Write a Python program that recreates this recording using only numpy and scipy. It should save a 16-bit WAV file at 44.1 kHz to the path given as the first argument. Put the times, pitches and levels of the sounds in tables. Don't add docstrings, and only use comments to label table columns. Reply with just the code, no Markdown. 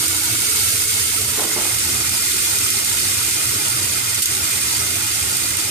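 import sys
import numpy as np
from scipy import signal
from scipy.fft import rfft, irfft, next_fast_len
from scipy.io import wavfile
from scipy.ndimage import uniform_filter1d, minimum_filter1d

SR = 44100
rng = np.random.default_rng(int(sys.argv[2]) if len(sys.argv) > 2 else 0)


def dump_mix(stems):
    frames = np.atleast_2d(stems).T
    limited = np.clip(frames, -1, 1)
    pcm = np.round(limited * 32767).astype(np.int16)
    wavfile.write(sys.argv[1], SR, pcm)


N = 251772
TIME, HZ = np.arange(N) / SR, np.fft.rfftfreq(N, 1 / SR)

# (time [s], swell [dB])
FRYING_SWELL = [(0.0, 1), (0.28, 0.3), (0.46, 1.8), (0.6, 3.4), (0.78, 1.5), (0.88, 1.8), (1.0, 1),
                (1.27, -0.6), (1.75, -0.2), (2.1, 0.5), (2.62, 2), (2.8, 1.2), (3.33, 0.5), (4.0, -0.5),
                (4.4, -0.5), (4.68, 0.1), (5.0, -1.2), (5.45, -0.5), (5.7, -1.5)]
# (frequency [Hz], left density [dB per Hz], right density [dB per Hz])
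SIZZLE_SPECTRUM = [(504, -75.5, -77), (1110, -73, -70), (1760, -69.5, -63.5), (2330, -68, -63),
                   (2650, -65.5, -60), (2830, -63.5, -62), (3020, -64.5, -61.5), (3930, -62.5, -61),
                   (5200, -62.5, -61), (5840, -60.5, -62), (6750, -56, -63), (7350, -57, -61.5),
                   (7970, -60, -57.5), (8380, -63, -54.5), (8760, -65.5, -50), (9260, -64.5, -54.5),
                   (9800, -65, -58), (11460, -66, -61), (14000, -65, -61.5)]
# (time [s], opening [0-1], slide from its first seat to its last [0-1])
LID_MOTION = [(0, 0, 0.05), (.35, 0.45, 0), (.7, 0.85, 0.21), (1.05, 0.96, 0.51), (1.4, 0.9, .55),
              (1.8, 0.02, .9), (2.15, 0, 0.99)]
BODY_SWELL = 0.6
HISS_DB, BODY_DB = 0.18, 0.77
FIZZ_DB, FIZZ_OPEN_DB, FIZZ_DB_PER_S = 0.56, 0.5, -0.2


def sizzle():
    swell_db = over_time(FRYING_SWELL)[0]
    opening, slide = over_time(LID_MOTION)
    crackle = bubbles(per_s=5000, spread_db=3.5, ring_s=0.059, direct=0.37, count=12)
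    crackle = crackle * amp(0.31 * drift(top_hz=17))
    wash = amp(-4) * rng.standard_normal((2, N))
    grain = unit(crackle + wash + amp(-10.5) * pings() + amp(-12) * pops())
    sound = colour(grain, SIZZLE_SPECTRUM)
    spectrum = rfft(sound)
    fizz = irfft(spectrum * np.clip((HZ - 8500) / 2500, 0, 1), N)
    body = irfft(spectrum * np.clip((4500 - HZ) / 2500, 0, 1), N)
    fizz_db = FIZZ_DB + FIZZ_OPEN_DB * opening + FIZZ_DB_PER_S * TIME
    hiss = sound - body + fizz * (amp(fizz_db) - 1)
    hiss = hiss * amp(swell_db + HISS_DB)
    hiss = hiss * pan(0.62 * slide - .6)
    return hiss + (body * amp(BODY_DB) + pot_air()) * amp(BODY_SWELL * swell_db)


def bubbles(per_s, spread_db, ring_s, direct, count):
    t, out = np.arange(SR // 16) / SR, np.zeros((2, N))
    bursts = random_sizes(spread_db, most=4) * (rng.random(N) < per_s / SR)
    spot = rng.integers(0, count, N)
    for k in range(count):
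        walls = unit(rng.standard_normal((2, len(t))) * amp(-60 * t / ring_s))
        snap = unit(rng.standard_normal((2, len(t))) * np.exp(-t / 0.00062))
        here = (bursts * (spot == k))[None]
        out += signal.oaconvolve(here, walls + direct * snap, axes=1)[:, :N]
    return unit(out)


def pings(count=2400, spread_db=3.0, ring_s=0.088):
    t, out = np.arange(SR // 32) / SR, np.zeros((2, N))
    onset = 1 - np.exp(-t / 0.00053)
    for when, pitch, size, side, lag in rng.random((count, 5)):
        turns = (1800 + 12500 * pitch) * t + np.array([[0], [lag]])
        db = spread_db * min(-np.log(size), 3) - 60 * t / ring_s
        ping = np.sin(2 * np.pi * turns) * amp(db) * onset
        add(out, when * N / SR, ping * pan(12 * (side - .5)))
    return unit(out)


def pops(per_s=260, spread_db=4.0, count=6):
    out = np.zeros((2, N))
    for lag in rng.integers(-5, 6, count):
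        train = random_sizes(spread_db, most=3) * (rng.random(N) < per_s / count / SR)
        out += np.array([train, np.roll(train, lag)])
    return unit(out)


def random_sizes(spread_db, most):
    return amp(spread_db * np.minimum(rng.exponential(1, N), most)) * rng.choice([-1, 1], N)


# (centre time [s], width between 1/e points [s], change [dB])
SIZZLE_DIPS = [(0.205, .05, -1.5), (0.863, 0.025, -3.5), (1.247, 0.079, -1), (1.466, 0.024, -3),
               (2.83, 0.045, -3), (5.57, 0.022, -2.5)]


def lulls():
    return amp(sum(db * np.exp(-(2 * (TIME - s) / length) ** 2) for s, length, db in SIZZLE_DIPS))


# (frequency at first seat [Hz], frequency at last seat [Hz],
# bandwidth [Hz], level at first seat [dB], level at last seat [dB], change with lid open [dB],
# phase lead of the left [rad], left-right difference [dB])
AIR_MODES = [(322, 323, 35, -36.5, -44.5, -9.5, 0, -4.5), (398, 392, 26, -68, -46, -6, 1.5, -4.5),
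             (441, 425, 46, -48.5, -51, 7.5, 0.5, -3), (831, 855, 22, -48, -49.5, -4, 1, -3),
             (960, 959, 11, -46, -49.5, -3, 1, -6), (1212, 1170, 63, -46.5, -49.5, -3.5, 0, -6),
             (1345, 1305, 80, -38.5, -39.5, -1, -2, -6), (1450, 1440, 65, -35.5, -40, -6, 4.5, -4.5),
             (2014, 1927, 60, -44, -41.5, -1.5, 1.34, -1), (2226, 2102, 78, -37.3, -38.2, -0.5, 0, -4.5),
             (2690, 2430, 55, -42, -38, -10, 0, -0.5), (3950, 3620, 170, -36, -47, -6, -3, 4.5),
             (4680, 4597, 75, -34, -35.5, -2, 2, -2), (5710, 5430, 120, -41, -34.5, -1, 2.5, 2)]
POT_WANDER, POT_SWELL_DB = 0.00607, 1.32


def pot_air():
    opening, slide = over_time(LID_MOTION)
    out = np.zeros((2, N))
    for first_hz, last_hz, width, first_db, last_db, open_db, lead, side_db in AIR_MODES:
        hz = first_hz + (last_hz - first_hz) * slide
        hz = hz * (1 + POT_WANDER * drift(top_hz=9))
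        carrier = np.exp(2j * np.pi * np.cumsum(hz) / SR)
        r = np.exp(-np.pi * width / SR)
        noise = rng.standard_normal(N) + 1j * rng.standard_normal(N)
        noise = signal.lfilter([1 - r], [1, -r], noise)
        noise = unit(signal.lfilter([1 - r ** 2], [1, -r ** 2], noise))
        level_db = first_db + (last_db - first_db) * slide + open_db * opening
        ring = noise * carrier * amp(level_db + POT_SWELL_DB * drift(top_hz=11))
        out += np.sqrt(2) * np.array([ring * np.exp(1j * lead), ring]).real * pan(side_db)
    return out * amp(-1.5)


# (time [s], level [dB], t60 [s], left-right difference [dB])
LOUD_DROPS = [(.080, -11, .06, -2), (.5586, -14, .056, 9), (.9393, -17, 0.067, 4), (.997, -14, .05, 0),
              (1.216, -16, .04, 5), (1.796, -17, .035, 0), (2.093, -12.5, .04, 2), (2.585, -10.5, 0.055, 2),
              (2.702, -12, .08, 0), (2.8466, -11, 0.041, -1), (3.310, -14, .05, 0), (3.493, -16, .035, 0),
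              (3.683, -13.5, 0.049, -4), (4.145, -13, .08, 1), (4.2208, -6.5, 0.08, -1),
              (4.2262, -9.5, 0.07, 1), (4.2570, -8.5, 0.075, 2), (4.334, -17, .03, 0),
              (4.350, -15, .035, 0), (5.207, -17, .04, 2), (5.368, -11.5, 0.039, -4),
              (5.5694, -13, 0.034, -3)]
SNAP_DB, SNAP_S = 2, .0003


def spits():
    t, out = np.arange(SR // 5) / SR, np.zeros((2, N))
    crack = amp(SNAP_DB) * np.exp(-abs(t - .0013) / SNAP_S)
    for s, db, ring_s, side_db in list(LOUD_DROPS) + small_drops():
        spurt = amp(-60 * t / ring_s) * (1 - 0.5 * np.exp(-t / 0.0024))
        noise = rng.standard_normal((2, len(t)))
        add(out, s, amp(db) * noise * (spurt + crack) * pan(side_db))
    tone = amp(0.98 * over_hz(SIZZLE_SPECTRUM, HZ)) * HZ ** 2 / (HZ ** 2 + 2400 ** 2)
    out = irfft(rfft(out) * unit(tone), N)
    return out + amp(-14.0) * kitchen(out)


DROPS_PER_S, DROP_DB, DROP_SCATTER_DB, DROP_RING_S, DROP_SIDE_DB = 5, -27, 1, 0.027, 5


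def small_drops(count=40):
    times = np.cumsum(rng.exponential(1, count) / DROPS_PER_S)
    scatter = rng.standard_normal((count, 2))
    return [(s, DROP_DB + DROP_SCATTER_DB * size, DROP_RING_S, DROP_SIDE_DB * side)
            for s, (size, side) in zip(times, scatter)]


# (time [s], length [s], centre frequency [Hz], bandwidth at -6 dB [Hz], level before fades [dB])
STEAM_JETS = [(0.546, 0.097, 4500, 1600, -27), (2.428, 0.044, 2388, 119.2, -34),
              (2.979, 0.11, 4596, 252, -30), (4.41, .22, 2323, 450, -35), (4.615, 0.11, 4610, 120.4, -35),
              (4.722, 0.062, 4600, 110.4, -28)]


def jets():
    t, out = np.arange(SR // 3) / SR, np.zeros((2, N))
    hz = np.fft.rfftfreq(len(t), 1 / SR)
    for s, length, pitch_hz, width, db in STEAM_JETS:
        resonance = 1 / (1 + (2 * (hz - pitch_hz) / width) ** 2)
        hiss = irfft(rfft(rng.standard_normal((2, len(t)))) * resonance, len(t))
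        add(out, s, amp(db) * unit(hiss) * np.sin(np.pi * np.minimum(t / length, 1)))
    return out


# (time [s], level [dB], brightness [dB per octave; also dB on scuff and tick],
# pitch ratio, scuff level [dB])
BUMP_BLOWS = [(1.369, -31, 0, 1, -4), (1.376, -24.5, 1.5, 1.3, -5), (1.392, -30, 8, 1.04, 0),
              (1.411, -32, 2, 1, -1), (1.437, -26, 2.5, 1, -1), (1.462, -31, -2, 1, -3),
              (1.512, -34.5, 8, 1.05, -6), (1.562, -22.5, 0, 1.1, -4), (1.585, -29, 1, 1.15, -2),
              (1.607, -30.5, 4, 1, -1), (1.662, -34, 1, 1, 0), (1.885, -31.5, -5, 1.03, -4)]
# (frequency before the pitch ratio [Hz], relative level [dB], t60 [s])
HOLLOW_MODES = [(196, -7, 0.094), (260.8, -2, 0.1), (323, 2.5, 0.21), (388, 0.5, 0.11), (470, -6, 0.05),
                (615, -11, .05), (794, -8, 0.061), (1000, -7, 0.063), (1440, -2.5, 0.033),
                (1900, -8, 0.043)]


def bumps(attack_s=0.0015, tick_db=-3, tick_s=0.0024):
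    t, out = np.arange(SR // 3) / SR, np.zeros((2, N))
    for s, db, tilt_db, pitch, scuff_db in BUMP_BLOWS:
        ring = 0
        for hz, mode_db, t60 in HOLLOW_MODES:
            level = amp(mode_db + tilt_db * np.log2(hz / 400) - 60 * t / t60)
            turns = hz * pitch * rng.uniform(0.96, 1.02) * t + rng.random()
            ring = ring + level * np.sin(2 * np.pi * turns)
        scuff = band(rng.standard_normal((2, len(t))), low_hz=198, high_hz=850)
        scuff = unit(scuff + 0.37 * scuff[::-1])
        scuff = amp(scuff_db + tilt_db) * scuff * amp(-60 * t / 0.13)
        tick = unit(band(rng.standard_normal(len(t)), low_hz=500, high_hz=3500))
        tick = tick * amp(tick_db + tilt_db) * np.exp(-t / tick_s)
        add(out, s, amp(db) * (tick + (ring + scuff) * (1 - np.exp(-t / attack_s))))
    out = out + scrapes()
    return (amp(-4.0) * out + amp(-11) * kitchen(out)) * pan(-2.4)


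# (time [s], length [s], level before the fade [dB])
SCRAPE_DRAGS = [(1.385, .12, -30), (1.565, .18, -30.5)]


def scrapes(slips_per_s=260, spread_db=3):
    t, out = np.arange(SR // 4) / SR, np.zeros((2, N))
    for s, length, db in SCRAPE_DRAGS:
        sizes = amp(spread_db * rng.standard_normal((2, len(t)))) * rng.choice([-1, 1], len(t))
        slips = sizes * (rng.random(len(t)) < slips_per_s / SR)
        drag = unit(band(slips, low_hz=347, high_hz=1300))
        add(out, s, amp(db) * drag * np.sqrt(np.maximum(1 - t / length, 0)))
    return out


# (frequency [Hz], density [dB per Hz])
FLAME_SPECTRUM = [(20, -82), (48, -74), (62, -66.5), (84, -53), (118, -53), (140, -65.5), (230, -64.5),
                  (350, -67.5), (520, -71), (700, -69.5), (900, -72.5), (2000, -91)]
# (frequency [Hz], correlation [0-1])
FLAME_LIKENESS = [(25, 0.2), (90, 0.99), (250, 0.91), (450, 0.42), (800, 0.3)]
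FLAME_DB, FLAME_OPEN_DB, FLAME_WAVER_DB = -0.65, -0.5, 0.93


def flame():
    a, b = rfft(rng.standard_normal((2, N)))
    same = np.clip(over_hz(FLAME_LIKENESS, HZ)[0], 0, 1)
    pair = irfft(np.array([a, same * a + np.sqrt(1 - same ** 2) * b]), N)
    opening = over_time(LID_MOTION)[0]
    level_db = FLAME_DB + FLAME_OPEN_DB * opening + FLAME_WAVER_DB * drift(top_hz=3.2)
    return colour(pair, FLAME_SPECTRUM) * pan(-2.3) * amp(level_db)


# (frequency [Hz], t60 [s])
ROOM_DECAY = [(150, 0.29), (500, 0.53), (2000, 0.61), (8000, 0.33), (15000, 0.16)]


def kitchen(x):
    hz, t, z = signal.stft(rng.standard_normal((2, SR // 2)), SR, nperseg=256)
    decay = amp(-60 * t / over_hz(ROOM_DECAY, hz).T)
    onset = 1 - np.exp(-t / 0.0096)
    tail = signal.istft(z * decay * onset, SR, nperseg=256)[1]
    return signal.fftconvolve(x, tail / np.linalg.norm(tail[0]), axes=1)[:, :N]


# (frequency [Hz], level against the usual one there [dB])
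GATE_THRESHOLD = [(100, -12), (200, -4.8), (420, -4), (540, .3), (800, .3), (1080, -.9), (1300, -5.5),
                  (1650, -4.2), (2000, -6.5), (2600, -5.5), (3600, -4.2), (7000, -7.5)]


def suppress(x, loud_share=0.54, depth_db=28, knee_db=.4):
    hz, _, z = signal.stft(x, SR, nperseg=2048, noverlap=1536)
    power = (abs(z) ** 2).mean(0)
    power = uniform_filter1d(uniform_filter1d(power, size=4, axis=0), size=2, axis=1)
    power_db = 10 * np.log10(abs(power) + 1e-14)
    middle_db = np.median(power_db, axis=1)[:, None]
    usual_db = uniform_filter1d(np.minimum(power_db, middle_db + 2.5), size=36, axis=1)
    loud_db = 10 * np.log10(abs(power).sum(0) + 1e-14)
    shift_db = loud_share * (loud_db - np.median(loud_db))
    under_db = usual_db + over_hz(GATE_THRESHOLD, hz).T + shift_db - power_db
    z = z * amp(-depth_db * np.clip(under_db / knee_db, 0, 1))
    return signal.istft(z, SR, nperseg=2048, noverlap=1536)[1][:, :N]


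def amp(db):
    return 10 ** (np.asarray(db) / 20)


def unit(x):
    return x / np.sqrt(np.mean(abs(x) ** 2) + 1e-20)


def over_time(rows):
    s, *columns = np.transpose(rows)
    return [np.interp(TIME, s, c) for c in columns]


def over_hz(rows, hz):
    f, *columns = np.transpose(rows)
    return np.array([np.interp(np.log(hz + 1), np.log(f), c) for c in columns])


def colour(x, rows):
    return irfft(rfft(x) * amp(over_hz(rows, HZ)) * np.sqrt(SR / 2), N)


def band(x, low_hz, high_hz):
    return signal.sosfilt(signal.butter(2, [low_hz, high_hz], "band", fs=SR, output="sos"), x)


def pan(db):
    return amp(np.array([[.5], [-.5]]) * db)


def drift(top_hz):
    size = next_fast_len(N)
    hz = np.fft.rfftfreq(size, 1 / SR)
    shape = (hz > 1) / (1 + (hz / top_hz) ** 2)
    return unit(irfft(rfft(rng.standard_normal(size)) * shape, size)[:N])


def add(mix, s, sound):
    part = mix[:, round(s * SR):][:, :sound.shape[1]]
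    part += sound[:, :part.shape[1]]


def scene():
    return sizzle() * lulls() + spits() + jets() + bumps() + flame()


CEILING, EDGE_HZ = .85, 14520


def record(dry, threshold_db=-16, squeeze=0.46, recover_db_per_s=160):
    power_db = 10 * np.log10(abs(uniform_filter1d((dry ** 2).mean(0), size=260)) + 1e-12)
    fall = TIME * recover_db_per_s
    held_db = np.maximum.accumulate(power_db + fall) - fall
    over_db = np.maximum(held_db - threshold_db, 0)
    duck_db = uniform_filter1d(minimum_filter1d(-squeeze * over_db, size=640), size=300)
    ducked = dry * amp(duck_db)
    rounded = ducked / (1 + (ducked / CEILING) ** 4) ** .25
    edge = signal.firwin(1023, EDGE_HZ, window=("kaiser", 9), fs=SR)
    return signal.oaconvolve(suppress(rounded), edge[None], "same")


dry = scene()
out = record(dry)
dump_mix(out)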